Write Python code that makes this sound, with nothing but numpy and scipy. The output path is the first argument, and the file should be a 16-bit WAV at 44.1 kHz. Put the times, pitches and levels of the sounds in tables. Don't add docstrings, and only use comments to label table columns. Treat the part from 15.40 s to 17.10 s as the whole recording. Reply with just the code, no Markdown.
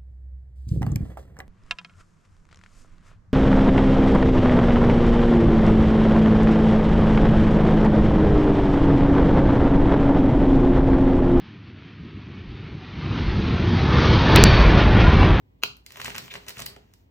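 import sys
import numpy as np
from scipy import signal
from scipy.fft import rfft, irfft
from scipy.io import wavfile

SR = 44100
rng = np.random.default_rng(int(sys.argv[2]) if len(sys.argv) > 2 else 0)


def generate_wav(signal):
    frames = np.transpose(np.atleast_2d(signal))
    scaled = np.clip(frames, -1, 1) * 32767
    pcm = np.round(scaled).astype(np.int16)
    wavfile.write(sys.argv[1], SR, pcm)


N = 74970
TIME = np.arange(N) / SR

# t/s, level/dB, contact time/ms
CRACKS = [(0.2212, -34.5, 0.061), (0.2274, -19, 0.083), (0.2298, -24, 0.13), (0.2324, -26.5, 0.078),
          (0.23467, -19, 0.016), (0.23516, -19, 0.046), (0.23549, 4.5, 0.068)]
# f/Hz, level/dB, T60/s
BAR_MODES = [(265, -36.5, 0.015), (518, -34.5, 0.0049), (1210, -23, 0.0042), (1451, -16.5, 0.0088),
             (2624, -14, 0.016), (2813, -11, 0.018), (3100, -14.5, 0.017), (4100, -8.5, 0.0096),
             (6270, -10, 0.0035), (8630, -18, 0.0072), (11700, -25.5, 0.004), (14300, -22, .004)]
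# t/s, level/dB, body offset/dB, treble offset/dB, air offset/dB
BUCKLES = [(0.3676, -59, -2.5, 1.5, 7), (0.4632, -49, -14, 7, 5), (0.5052, -47.5, -7.5, -3.5, -7),
           (0.5209, -58, 2, 12.5, 12.5), (0.5575, -42.5, -2, -10, -20), (0.5705, -43, -2, -3, -1.5),
           (0.5991, -36, 0, -16, -15), (0.6023, -39.5, -2, -3, -5), (0.6152, -33, -8, -3, -7),
           (0.627, -65, -14, -2, -4), (0.6453, -41, 3.5, 9.5, -8), (0.656, -29.5, -14, -19, -19),
           (0.6604, -35.5, -29, -0.5, -3.5), (0.6709, -36, -12, -17, -20), (0.6792, -34, 3.5, -7.5, -18),
           (0.6977, -40.5, -29, -2, -19), (0.7023, -34.5, -24, -8, -23), (0.7172, -39, -30, -10, -23),
           (0.7462, -40, 0, -3, -17), (0.7519, -35, -4.5, -3.5, -16), (0.762, -35, -13, -7, -3.5),
           (0.781, -33, -7.5, 2.5, 0.5), (0.8797, -43, -4.5, -7.5, -22), (0.9389, -35.5, -8, -2, -24),
           (0.9529, -36, 1, -15, -27), (0.9575, -45, -5, -22, -24), (0.9617, -48, -9, -3, -19),
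           (1.0656, -51.5, 2, 1.5, -31.5), (1.0821, -39, -17, 1.5, 0), (1.085, -40, -16, 3.5, 2),
           (1.093, -44, -7, 5, 9), (1.1049, -43.5, -5.5, 2.5, -1), (1.1698, -41.5, -9, -16, -9),
           (1.1824, -49.5, -6, 10, -8), (1.1918, -39.5, 0, 1, -8), (1.1945, -44.5, 5.5, 6, 4),
           (1.2019, -44, 1, 7, 8.5), (1.2147, -39, -4, -5, -21), (1.22, -38.5, -20, 5, -1.5),
           (1.2278, -65, -1, -5, 0), (1.2602, -50.5, -10, 2, 20), (1.263, -37, -13, 4.5, 3.5),
           (1.3629, -49, 0.5, -6.5, -12), (1.5372, -61, -3, 8, 6.5)]
# peak t/s, half-width/s, level/dB, tilt/(dB per octave)
RUBS = [(0.564, 0.077, -55.5, -0.5), (0.583, 0.025, -49.5, -1), (0.662, 0.041, -43.5, 0.5),
        (0.728, 0.0098, -52, 3.5), (0.771, 0.04, -44.5, -2.5), (0.85, 0.039, -50, 0.5),
        (0.922, 0.014, -44.5, -0.5), (0.956, 0.015, -41.5, -2.5), (1.022, 0.053, -57, -1.5),
        (1.094, 0.026, -46, -2.5), (1.16, 0.045, -58, 0), (1.194, 0.037, -45.5, -1),
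        (1.283, 0.082, -53.5, -3), (1.402, 0.16, -70, -1.5), (1.586, 0.07, -75.5, 3)]
# f/Hz, level/dB
RUSTLE_SPECTRUM = [(100, 0), (250, -1.5), (600, 0), (1100, -3), (1800, 3.5), (2700, 1.5), (4000, -4),
                   (7000, -3.5), (10000, -15), (15200, -3.5), (17000, -22)]
# t/s, level/dB, contact time/ms
LANDINGS = [(.6795, -17.5, 0.34), (.953, -29, 0.18), (1.3628, -27, 0.54), (1.3665, -12, 0.9)]
# f/Hz, level/dB, T60/s
LANDING_MODES = [(392, -23.5, 0.026), (637, -19, 0.012), (870, -16.5, 0.006)]
# t/s, level/dB, contact time/ms
TICKS = [(0.4642, -42.5, 0.037), (1.2637, -31.5, 0.028)]
# f/Hz, level/dB, T60/s
PIECE_MODES = [(2090, -2.5, 0.021), (3700, -2, .009), (4630, -3, 0.0057), (7100, 9, 0.005)]
# peak t/s, half-width/s, level/dB
SCRAPES = [(0.914, 0.011, -40.5)]
# t/s, level/dB, contact time/ms
BUMPS = [(0.247, -48, 1.7), (0.298, -39, 6.5), (0.597, -46.5, 0.83), (.645, -44, 0.77), (.679, -43.5, 0.15),
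         (0.763, -47, 0.92), (0.824, -48, 0.34), (.945, -47, 1.8), (1.111, -51, 5.2), (1.175, -37, 3.3),
         (1.215, -39, 2.3), (1.244, -48, 2.3), (1.364, -56, 0.068)]
# f/Hz, level/dB, T60/s
TABLE_MODES = [(58.5, -13, 0.6), (100, -16.5, 0.1), (137.3, 1, 0.24), (188, -6, 0.12), (228, 0.5, 0.13),
               (282, -16, 0.049), (810, -13.5, 0.055)]
# f/Hz, lag/rad
RIGHT_LAG = [(100, 0), (340, -0.2), (680, 1), (1000, 7.5), (1700, 7), (2700, 7.5), (3300, 8.5), (4300, 8),
             (5300, 12), (7700, 14.5), (10500, 16.5), (13500, 17), (16000, 21.5)]
# delay/s, level/dB
ECHOES = [(.0030, -32), (.0056, -23.5), (.0069, -20), (.0118, -27), (0.0234, -20.5), (.0240, -29)]
# f/Hz, level/dB, T60/s
ROOM_MODE = (410, -53, .35)
# f/Hz, T60/s
ROOM_T60 = [(150, 0.24), (500, 0.24), (1300, 0.34), (2500, 0.24), (6000, 0.3), (15000, 0.15)]
# f/Hz, level/dB
ROOM_SPECTRUM = [(100, 0.5), (400, 6.5), (1200, 3), (1950, -0.5), (2800, 1.5), (4500, 5), (7000, -4),
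                 (10500, 4), (14500, -0.5)]
# f/Hz, correlation (clipped to +-1 in use)
CORRELATION = [(60, 0.98), (130, 0.91), (290, 0.34), (680, -0.38), (1300, -0.5), (2600, -0.57),
               (5000, -0.2), (8000, 0.34), (10500, -1.7), (14000, 0.61)]
# f/Hz, level/dB
NOISE_SPECTRUM = [(25, -12.5), (50, -4.5), (100, -5), (175, -11.5), (260, -14), (420, -18.5), (600, -25),
                  (950, -25), (1400, -37), (2000, -32.5), (3000, -37), (6000, -49), (10000, -53.5),
                  (15000, -45.5)]
# f/Hz, level/dB
HUM_TONES = [(54, -67), (97, -67.5), (269, -73.5)]


def snap():
    break_s, spray_decay_s = 0.2345, 0.0015
    highpass = signal.butter(3, 255, "high", fs=SR, output="sos")
    out = from_db(-3.5) * signal.sosfilt(highpass, struck(CRACKS, BAR_MODES))
    spray = band(rng.standard_normal(N), 5000, 19000) * np.exp(-TIME / spray_decay_s)
    add(out, break_s, from_db(-17) * spray)
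    return out


def reflected_crack(tail):
    return reverberate(from_db(-6.5) * band(blows(CRACKS), 2400, 9000), tail)


def wrapper_crackle():
    lead_s, rise_s, fall_s, grain_db = 0.004, 0.000097, 0.0014, -0.5
    t = np.maximum(TIME[:SR // 50] - lead_s, 0)
    envelope = (1 - np.exp(-t / rise_s)) * np.exp(-t / fall_s)
    out = np.zeros(N)
    for s, db, body, treble, air in BUCKLES:
        white, grain = rng.standard_normal((2, len(t)))
        burst = whiten(envelope * white * from_db(grain_db * grain), share=0.55)
        bands = [(583, 1260, body - 11), (1554, 3190, -8.5),
                 (3750, 9670, treble - 8), (9300, 15100, air - 9.5)]
        for low_hz, high_hz, band_db in bands:
            add(out, s - lead_s, from_db(db + band_db) * rms_one(band(burst, low_hz, high_hz)))
    return out


def wrapper_rustle():
    return sum(swell(s, half_s, db) * rms_one(colour(clicks(per_s=3500), RUSTLE_SPECTRUM, tilt_db))
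               for s, half_s, db, tilt_db in RUBS)


def piece_knocks():
    return struck(LANDINGS, LANDING_MODES) + struck(TICKS, PIECE_MODES)


def piece_scrape():
    slips = rms_one(band(clicks(per_s=1600), 1980, 3895))
    return sum(swell(*row) for row in SCRAPES) * slips


def table_bumps():
    spread_db = rng.normal(0, 1.2, (len(BUMPS), len(TABLE_MODES)))
    out = np.zeros(N)
    for mode, offsets_db in zip(TABLE_MODES, spread_db.T):
        force = blows([(s, db + offset, ms) for (s, db, ms), offset in zip(BUMPS, offsets_db)])
        out += ring(force, *mode)
    return out


def in_kitchen(x, tail, wet_db, echo_db):
    out = np.array([x, at_right(x)])
    dull = signal.sosfilt(signal.butter(2, 4600, fs=SR, output="sos"), out)
    for k, (s, db) in enumerate(ECHOES):
        echo = np.array([delay(side, s) for side in dull])
        out += from_db(echo_db + db) * echo[::(-1) ** k]
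    return out + ring(x, *ROOM_MODE) + from_db(wet_db) * reverberate(x, tail)


def at_right(x):
    lag = at_hz(RIGHT_LAG, np.fft.rfftfreq(2 * N, 1 / SR))
    return irfft(rfft(x, 2 * N) * np.exp(-1j * lag))[:N]


def room_tail():
    build_s = 0.00053
    noise, hz = rfft(diffuse_noise()), np.fft.rfftfreq(N, 1 / SR)
    centres_hz = 125 * 2. ** np.arange(8)
    tail = 0
    for centre, selector in zip(centres_hz, np.eye(len(centres_hz))):
        octave_gain = at_hz(np.c_[centres_hz, selector], hz) * from_db(at_hz(ROOM_SPECTRUM, hz))
        decay = from_db(-60 * TIME / at_hz(ROOM_T60, centre))
        tail = tail + irfft(noise * octave_gain, N) * decay
    return rms_one(tail * (1 - np.exp(-TIME / build_s))) / np.sqrt(N)


def background():
    hum = sum(np.sqrt(2) * from_db(db) * np.sin(2 * np.pi * (hz * TIME + rng.random()))
              for hz, db in HUM_TONES)
    return hum + from_db(-60) * rms_one(colour(diffuse_noise(), NOISE_SPECTRUM))


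def diffuse_noise():
    alike = np.clip(at_hz(CORRELATION, np.fft.rfftfreq(N, 1 / SR)), -1, 1)
    mid, side = rfft(rng.standard_normal((2, N)))
    return irfft(np.sqrt(1 + alike) * mid + np.sqrt(1 - alike) * side * [[1], [-1]], N)


def struck(rows, modes):
    force = blows(rows)
    return sum(ring(force, *mode) for mode in modes)


def blows(rows):
    out = np.zeros(N)
    for s, db, contact_ms in rows:
        push = np.exp(-TIME[:SR // 20] * 1000 / contact_ms)
        add(out, s, from_db(db) * push / push.sum())
    return out


def ring(force, hz, db, t60):
    r, w = from_db(-60 / (t60 * SR)), 2 * np.pi * hz / SR
    return from_db(db) * signal.lfilter([1, -r * np.cos(w)], [1, -2 * r * np.cos(w), r * r],
                                        force + 1e-18)


def clicks(per_s, spread_db=2):
    sizes = from_db(spread_db * np.minimum(rng.exponential(1, N), 4)) * rng.choice([-1, 1], N)
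    return sizes * (rng.random(N) < per_s / SR)


def swell(s, half_s, db):
    return from_db(db) * np.exp(-((TIME - s) / half_s) ** 2)


def whiten(x, share):
    spectrum = rfft(x)
    return irfft(spectrum / (np.abs(spectrum) + 1e-9) ** share, len(x))


def colour(x, spectrum, tilt_db=0):
    hz = np.fft.rfftfreq(N, 1 / SR)
    octaves = np.log2(np.maximum(hz, 300) / 2500)
    return irfft(rfft(x) * from_db(at_hz(spectrum, hz) + tilt_db * octaves), N)


def reverberate(x, tail):
    return signal.fftconvolve(x[None], tail, axes=1)[:, :N]


def band(x, low_hz, high_hz):
    return signal.sosfilt(signal.butter(3, [low_hz, high_hz], "band", fs=SR, output="sos"), x)


def delay(x, s):
    return irfft(rfft(x, 2 * N) * np.exp(-2j * np.pi * np.fft.rfftfreq(2 * N, 1 / SR) * s))[:N]


def add(out, s, sound):
    i = int(s * SR)
    out[i:i + len(sound)] += sound[:N - i]


def at_hz(points, hz):
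    f, values = np.transpose(points)
    return np.interp(np.log(np.maximum(hz, 1)), np.log(f), values)


def rms_one(x):
    return x / np.sqrt(np.mean(x ** 2) + 1e-20)


def from_db(db):
    return 10 ** (np.asarray(db) / 20)


def scene():
    tail = room_tail()
    fracture = in_kitchen(snap(), tail, wet_db=-8.5, echo_db=-2) + reflected_crack(tail)
    handling = wrapper_crackle() + wrapper_rustle() + piece_scrape() + piece_knocks()
    return (fracture + in_kitchen(handling, tail, wet_db=-4.5, echo_db=-1)
            + in_kitchen(table_bumps(), tail, wet_db=-1.5, echo_db=-20.5) + background())


def record(dry):
    low_hz, high_hz = 42, 16150
    x = signal.sosfilt(signal.butter(3, low_hz, "high", fs=SR, output="sos"), dry)
    return signal.sosfilt(signal.ellip(10, .2, 80, high_hz, fs=SR, output="sos"), x)


dry = scene()
out = record(dry)
generate_wav(out)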